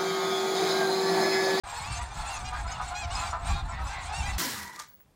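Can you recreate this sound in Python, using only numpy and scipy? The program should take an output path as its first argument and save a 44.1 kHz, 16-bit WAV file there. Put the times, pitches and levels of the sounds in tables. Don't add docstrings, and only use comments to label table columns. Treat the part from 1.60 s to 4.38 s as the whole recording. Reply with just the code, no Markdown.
import sys
import numpy as np
from scipy import signal
from scipy.fft import rfft, irfft
from scipy.io import wavfile
from scipy.ndimage import uniform_filter1d

SR = 44100
rng = np.random.default_rng(int(sys.argv[2]) if len(sys.argv) > 2 else 0)


def wav_out(sig):
    wavfile.write(sys.argv[1], SR, np.round(np.clip(np.atleast_2d(sig).T, -1, 1) * 32767).astype(np.int16))


def invert_db(x):
    u = np.asarray(x, float) / 20
    return 10 ** u


N = 122598

# (rise, fall: share of pitch lost 0.05 s from the crest; level of half-pitch lines, dB)
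ARCHED_BEND, LEVEL_BEND, HALVED_BEND = (.075, .07, -28), (.022, .022, -28), (.022, .03, -4)
# frequency_hz, line_level_db
HONK_THROAT = [(850, 2), (1750, -4), (2400, 4), (2850, 5), (3500, -6), (5500, -5), (7500, -1),
               (15500, -28.5)]
# frequency_hz, line_level_db
DULL_THROAT = [(600, -19), (1000, 2), (2000, 8), (3000, -14), (4200, -4), (6000, -54), (15500, -54)]
RASP_DB, AWAY_RASP_DB = -11, -3


def rms_one(x):
    return x / np.sqrt(np.mean(x ** 2) + 1e-20)


def in_time(rows):
    return np.interp(np.arange(N) / SR, *np.transpose(rows))


def at_hz(points, hz):
    points = np.array(points)
    return np.interp(np.log(hz), np.log(points[:, 0]), points[:, 1])


def filtered(x, order, hz, kind):
    return signal.sosfilt(signal.butter(order, hz, kind, fs=SR, output="sos"), x)


def drift(rate_hz, size):
    r = np.exp(-2 * np.pi * rate_hz / SR)
    noise = rng.standard_normal(max(size, 8192) + 4096)
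    slow = rms_one(signal.lfilter([1], [1, -2 * r, r * r], noise)[4096:])
    return slow[:size]


def coloured(x, spectrum):
    hz = np.maximum(np.arange(N // 2 + 1) * SR / N, 1)
    return irfft(rfft(x) * invert_db(at_hz(spectrum, hz)), N)


def gusts():
    # time_s, level_db
    strength = [(0.04, -48), (0.43, -36), (0.45, -41.5), (0.59, -35), (0.72, -47), (0.79, -36.5),
                (1.41, -43), (1.46, -32.5), (1.77, -41), (1.95, -26.5), (1.97, -34.5), (2.05, -29.5),
                (2.09, -39), (2.23, -31.5), (2.34, -43), (2.59, -40.5), (2.6, -33), (2.78, -33.5)]
    # frequency_hz, level_db per Hz
    turbulence = [(13, -4), (22, -17.5), (47, 1), (69, 2), (107, -9), (226, -24), (373, -35), (560, -72),
                  (730, -97), (1230, -120)]
    lumps = rng.standard_normal(N) * invert_db(2 * drift(11.3, N))
    low = coloured(lumps, [(5.9, -68), *turbulence, (900, -65)])
    return invert_db(in_time(strength)) * rms_one(low)


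def puffs():
    # start_s, peak_db
    buffets = [(0.198, -32), (0.298, -28.5), (0.552, -36), (0.826, -23), (0.977, -39), (1.158, -35.5),
               (1.239, -46), (1.442, -44), (1.643, -41), (1.84, -43), (2.124, -32), (2.581, -33)]
    width_s, low_hz, trim_db = 0.016, 99, -7.5
    t = np.arange(N) / SR
    swell = np.zeros(N)
    for start, db in buffets:
        swell += invert_db(db + trim_db) * np.exp(-((t - start - width_s) / width_s) ** 2)
    return swell * rms_one(filtered(rng.standard_normal(N), 2, [low_hz / 1.025, low_hz * 1.41], "band"))


def wind():
    air = filtered(rng.standard_normal(N), 2, [200, 700], "band")
    return gusts() + puffs() + invert_db(-60.5) * rms_one(air)


def call(out, start, crest, end, pitch_hz, level_db, bend, throat, rasp_db=RASP_DB):
    bend_s, bend_power, attack_s, release_s = .05, 1.6, .018, .028
    jitter, jitter_hz, line_scatter_db = .002, 150, 1.0
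    flicker_db, flicker_full_hz, flicker_s = 6.5, 5500, .018
    block = 64

    first = int(start * SR)
    t = np.arange(first, min(int(end * SR), N)) / SR
    rise, fall, half_db = bend
    loss = np.where(t < crest, rise, fall) * (abs(t - crest) / bend_s) ** bend_power
    arch = 1 - np.minimum(loss, .3)
    scatter = rng.standard_normal(128)
    noise = rng.standard_normal(8192)[:len(t)]

    hz = pitch_hz / 2 * arch * (1 + jitter * drift(jitter_hz, len(t)))
    k = np.arange(1, min(int(2 * 15500 / pitch_hz), 38))[:, None]
    if half_db < -20:
        k = k[1::2]

    size = int(flicker_s * SR / block)
    flicker = uniform_filter1d(rng.standard_normal((38, 160)), size, axis=1)
    flicker = rms_one(uniform_filter1d(flicker, size, axis=1))
    gain_db = at_hz(throat, k * hz[::block]) + half_db * (k % 2) + line_scatter_db * scatter[k]
    depth_db = flicker_db * np.minimum(k * pitch_hz / 2 / flicker_full_hz, 1) ** 2
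    gain = invert_db(gain_db + depth_db * flicker[:len(k), :gain_db.shape[1]])
    gain = np.repeat(gain, block, axis=1)[:, :len(t)]

    turn = 2 * np.pi * np.cumsum(hz) / SR
    voice = rms_one((gain * np.sin(k * turn + scatter[k + 64])).sum(0))
    voice = voice * (1 + invert_db(rasp_db) * rms_one(uniform_filter1d(noise, size=40)))
    attack = np.clip((t - start) / attack_s, 0, 1)
    release = np.clip((end - t) / release_s, 0, 1)
    out[first:first + len(t)] += invert_db(level_db) * np.sin(np.pi / 2 * attack * release) * voice


def crowd(blur_db, count):
    # frequency_hz, line_level_db
    crowd_throat = [(850, 5), (1700, -1.5), (2500, -6), (3350, -14), (4100, -1.5), (5800, -9), (7500, 5),
                    (15500, -20.5)]
    # frequency_hz, level_db per Hz
    blur_colour = [(600, -7.5), (850, 5), (1700, -6), (2500, -6), (4000, -8.5), (5800, -14.5),
                   (7700, -15.5), (15500, -35)]
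    pitch_hz, pitch_spread, call_s, scatter_db = 794.3, .12, .075, 5
    bends = (ARCHED_BEND, LEVEL_BEND, HALVED_BEND)
    out = np.zeros(N)
    for j, (when, size, lean, tune, loud) in enumerate(rng.standard_normal((count, 5))):
        start = max((j + when) / count * N / SR - call_s / 2, 0)
        length = call_s * np.exp(np.clip(.3 * size, -.5, .45))
        if start < N / SR - .02:
            crest = start + length * (.55 + .15 * lean)
            hz = pitch_hz * np.exp(pitch_spread * max(tune, -1))
            call(out, start, crest, start + length, hz, scatter_db * loud, bends[j % 3], crowd_throat)
    blur = rms_one(coloured(rng.standard_normal(N), blur_colour))
    return rms_one(rms_one(out) + invert_db(blur_db) * blur)


def near_crowd(eagerness_db):
    near = crowd(blur_db=-3, count=110)
    treble = filtered(near, 4, [3000, 10000], "band").std()
    return near / treble * invert_db(eagerness_db - 0.5)


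def far_crowd(excess_db):
    far = filtered(crowd(blur_db=-8, count=100), 2, 1650, "low")
    return invert_db(-43.5 + 0.21 * excess_db) * rms_one(far)


def grunts(out):
    # start_s, length_s, pitch_hz, level_db
    low_calls = [(0.048, 0.055, 247, -45), (0.163, 0.066, 270, -56), (0.547, 0.083, 346, -46.5),
                 (0.612, 0.042, 329.3, -45), (0.916, 0.057, 245.7, -36), (1.044, 0.041, 334.4, -38),
                 (1.113, 0.11, 327, -43.5), (1.191, 0.053, 248.4, -33.5), (1.303, 0.055, 346.3, -41),
                 (1.414, 0.076, 345.3, -44), (1.561, 0.047, 249.5, -38), (1.608, 0.061, 342.8, -35),
                 (1.719, 0.056, 334, -33), (1.723, 0.0676, 244.4, -38.5), (1.773, 0.079, 266.6, -45.5),
                 (1.898, 0.1, 398, -56), (1.85, 0.062, 340, -38), (1.949, 0.064, 349, -40.5),
                 (2.082, 0.065, 342.5, -40.5), (2.183, 0.082, 321, -42.5), (2.25, 0.036, 278, -37)]
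    # frequency_hz, line_level_db
    grunt_throat = [(500, -14), (700, -5), (1000, 0), (1280, 2), (1480, -7), (1750, -22), (3000, -32),
                    (8000, -46)]
    for start, length, hz, db in low_calls:
        crest, end = start + length * 0.552, start + length
        call(out, start, crest, end, hz, db, (.05, .04, -10), grunt_throat, rasp_db=-12)


def hoots(out):
    # start_s, crest_s, end_s, pitch_hz
    hoot_calls = [(.05, .085, .11, 990), (.05, .08, .12, 770), (.15, .165, .24, 860), (.21, .34, .39, 1190),
                  (.395, .42, .445, 1200), (.38, .43, .45, 970), (.55, .61, .70, 850),
                  (.61, .67, .71, 1350), (.74, .75, .84, 1230), (.79, .88, .95, 750), (.96, 1.0, 1.04, 830),
                  (1.045, 1.09, 1.12, 690), (1.10, 1.15, 1.18, 1310), (1.20, 1.23, 1.27, 760),
                  (1.30, 1.34, 1.38, 725), (1.67, 1.75, 1.79, 705), (1.79, 1.85, 1.90, 700),
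                  (1.88, 1.95, 2.03, 805), (1.895, 1.92, 1.95, 1150), (2.09, 2.12, 2.16, 985),
                  (2.17, 2.225, 2.25, 1315), (2.29, 2.345, 2.375, 1585), (2.29, 2.32, 2.41, 810),
                  (2.60, 2.66, 2.72, 815), (1.42, 1.47, 1.53, 705)]
    hoot_levels = [-57, -53, -53, -48, -45, -44, -46, -46, -45.5, -46, -43.5, -51, -56, -60, -40, -51,
                   -45.5, -44.5, -40, -53, -50.5, -45, -49, -43.5, -42]
    multiples = np.array([(1, 0), (2, -13), (3, -18), (8, -36)])  # (multiple of the pitch, dB per line)
    for row, db in zip(hoot_calls, hoot_levels):
        call(out, *row, db, (.02, .028, -28), multiples * np.array([row[3], 1]))


def level_honks(out):
    # start_s, crest_s, end_s, pitch_hz
    held_calls = [(.06, .12, .13, 802), (.50, .535, .55, 1203), (.84, .87, .89, 760),
                  (.955, .99, 1.02, 812), (1.55, 1.605, 1.63, 858), (1.63, 1.61, 1.72, 812),
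                  (1.92, 1.97, 2.02, 815), (2.52, 2.53, 2.56, 800), (.74, .77, .83, 842),
                  (.925, .95, .975, 800), (1.88, 1.94, 1.97, 813)]
    held_levels = [-45.5, -48.5, -55, -48.5, -34.5, -42.5, -66, -50, -55, -46.5, -43]
    for row, db in zip(held_calls, held_levels):
        call(out, *row, db, LEVEL_BEND, HONK_THROAT)


def arched_honks(out):
    # start_s, crest_s, end_s, pitch_hz
    arched_calls = [(.14, .17, .21, 852), (.23, .31, .37, 912), (.65, .715, .79, 925),
                    (1.11, 1.10, 1.18, 775), (1.50, 1.585, 1.555, 825), (1.84, 1.92, 1.95, 852),
                    (1.94, 1.975, 2.02, 845), (2.075, 2.105, 2.18, 786), (2.52, 2.578, 2.63, 930),
                    (2.66, 2.715, 2.77, 910), (2.45, 2.515, 2.52, 835), (2.615, 2.665, 2.69, 811),
                    (2.26, 2.31, 2.33, 896)]
    arched_levels = [-47.5, -43.5, -39, -43.5, -37.5, -47.5, -60, -49, -38, -45, -44.5, -38, -45.5]
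    for row, db in zip(arched_calls, arched_levels):
        call(out, *row, db, ARCHED_BEND, HONK_THROAT)
    call(out, 1.345, 1.405, 1.465, 842, -37, (.033, .125, -28), HONK_THROAT)


def distant_dull_honks(out):
    # start_s, crest_s, end_s, pitch_hz
    away_calls = [(2.655, 2.70, 2.73, 1000), (2.12, 2.18, 2.22, 985), (2.31, 2.39, 2.44, 1095),
                  (2.31, 2.34, 2.45, 1010), (2.11, 2.15, 2.17, 1085), (.94, 1.0, 1.02, 1630),
                  (.95, .97, .99, 1480), (1.07, 1.12, 1.13, 760), (2.33, 2.40, 2.47, 1045),
                  (2.13, 2.20, 2.235, 925), (.18, .235, .27, 1105)]
    away_levels = [-41, -48.5, -49, -47.5, -50.5, -44.5, -46.5, -45.5, -50.5, -49, -49.5]
    for row, db in zip(away_calls, away_levels):
        call(out, *row, db, LEVEL_BEND, DULL_THROAT, AWAY_RASP_DB)
    call(out, .365, .42, .47, 975, -50, (.16, .2, -28), DULL_THROAT, AWAY_RASP_DB)


def halved_honks(out):
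    # start_s, crest_s, end_s, pitch_hz
    halved_calls = [
        (.30, .37, .40, 790),
        (.84, .895, .915, 818),
        (1.07, 1.12, 1.14, 814),
        (1.26, 1.28, 1.32, 774),
        (2.28, 2.35, 2.37, 796),
    ]
    halved_levels = [-41, -40.5, -51, -45, -44]
    for row, db in zip(halved_calls, halved_levels):
        call(out, *row, db, HALVED_BEND, HONK_THROAT)


def nasal_cackle(out):
    # frequency_hz, line_level_db
    nasal_throat = [(800, -7), (3100, -17), (3750, -0.5), (4250, -6), (4700, -12), (8000, -17),
                    (15500, -36)]
    call(out, 1.89, 1.982, 2.025, 843, -45, (.036, .125, -1), nasal_throat)


def shared_colour(birds):
    # frequency_hz, gain_db
    path_response = [(2850, 0.5), (3060, -4), (3400, 3), (9000, -8), (10300, -15), (11600, -22.5),
                     (13300, -11.5), (15600, -3)]
    wet = birds.copy()
    for delay_s, db in ((.023, -17.5), (0.06, -22)):
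        delay = int(delay_s * SR)
        wet[delay:] += invert_db(db) * birds[:N - delay]
    return filtered(coloured(wet, path_response), 8, 568, "high")


def flock():
    # time_s, level_db
    eagerness = [(.04, -51.5), (.1, -40), (.43, -43), (.5, -51.5), (.58, -40.5), (.77, -39.5), (.83, -49),
                 (.96, -43), (1.09, -50.5), (1.15, -41.5), (1.47, -49), (1.58, -34), (1.68, -37),
                 (1.78, -58.5), (1.88, -36), (1.98, -46.5), (2.07, -57.5), (2.3, -42.5)]
    eager_db = in_time(eagerness)
    excess_db = eager_db - eager_db.mean()
    birds = near_crowd(eager_db) + far_crowd(excess_db)
    for voices in (grunts, hoots, level_honks, arched_honks, distant_dull_honks, halved_honks, nasal_cackle):
        voices(birds)
    sheen = filtered(birds, 2, 6040, "high")
    birds = birds + sheen * (invert_db(0.25 * excess_db) - 1)
    return shared_colour(birds)


def scene():
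    return (flock() + wind())[None]


def top_cut(x):
    return signal.sosfilt(signal.butter(12, 15640, fs=SR, output="sos"), x)


def record(dry):
    fade = np.clip((np.arange(N) / SR - 0.035) / 0.0045, 0, 1)
    return top_cut(dry * fade)


dry = scene()
out = record(dry)
wav_out(out)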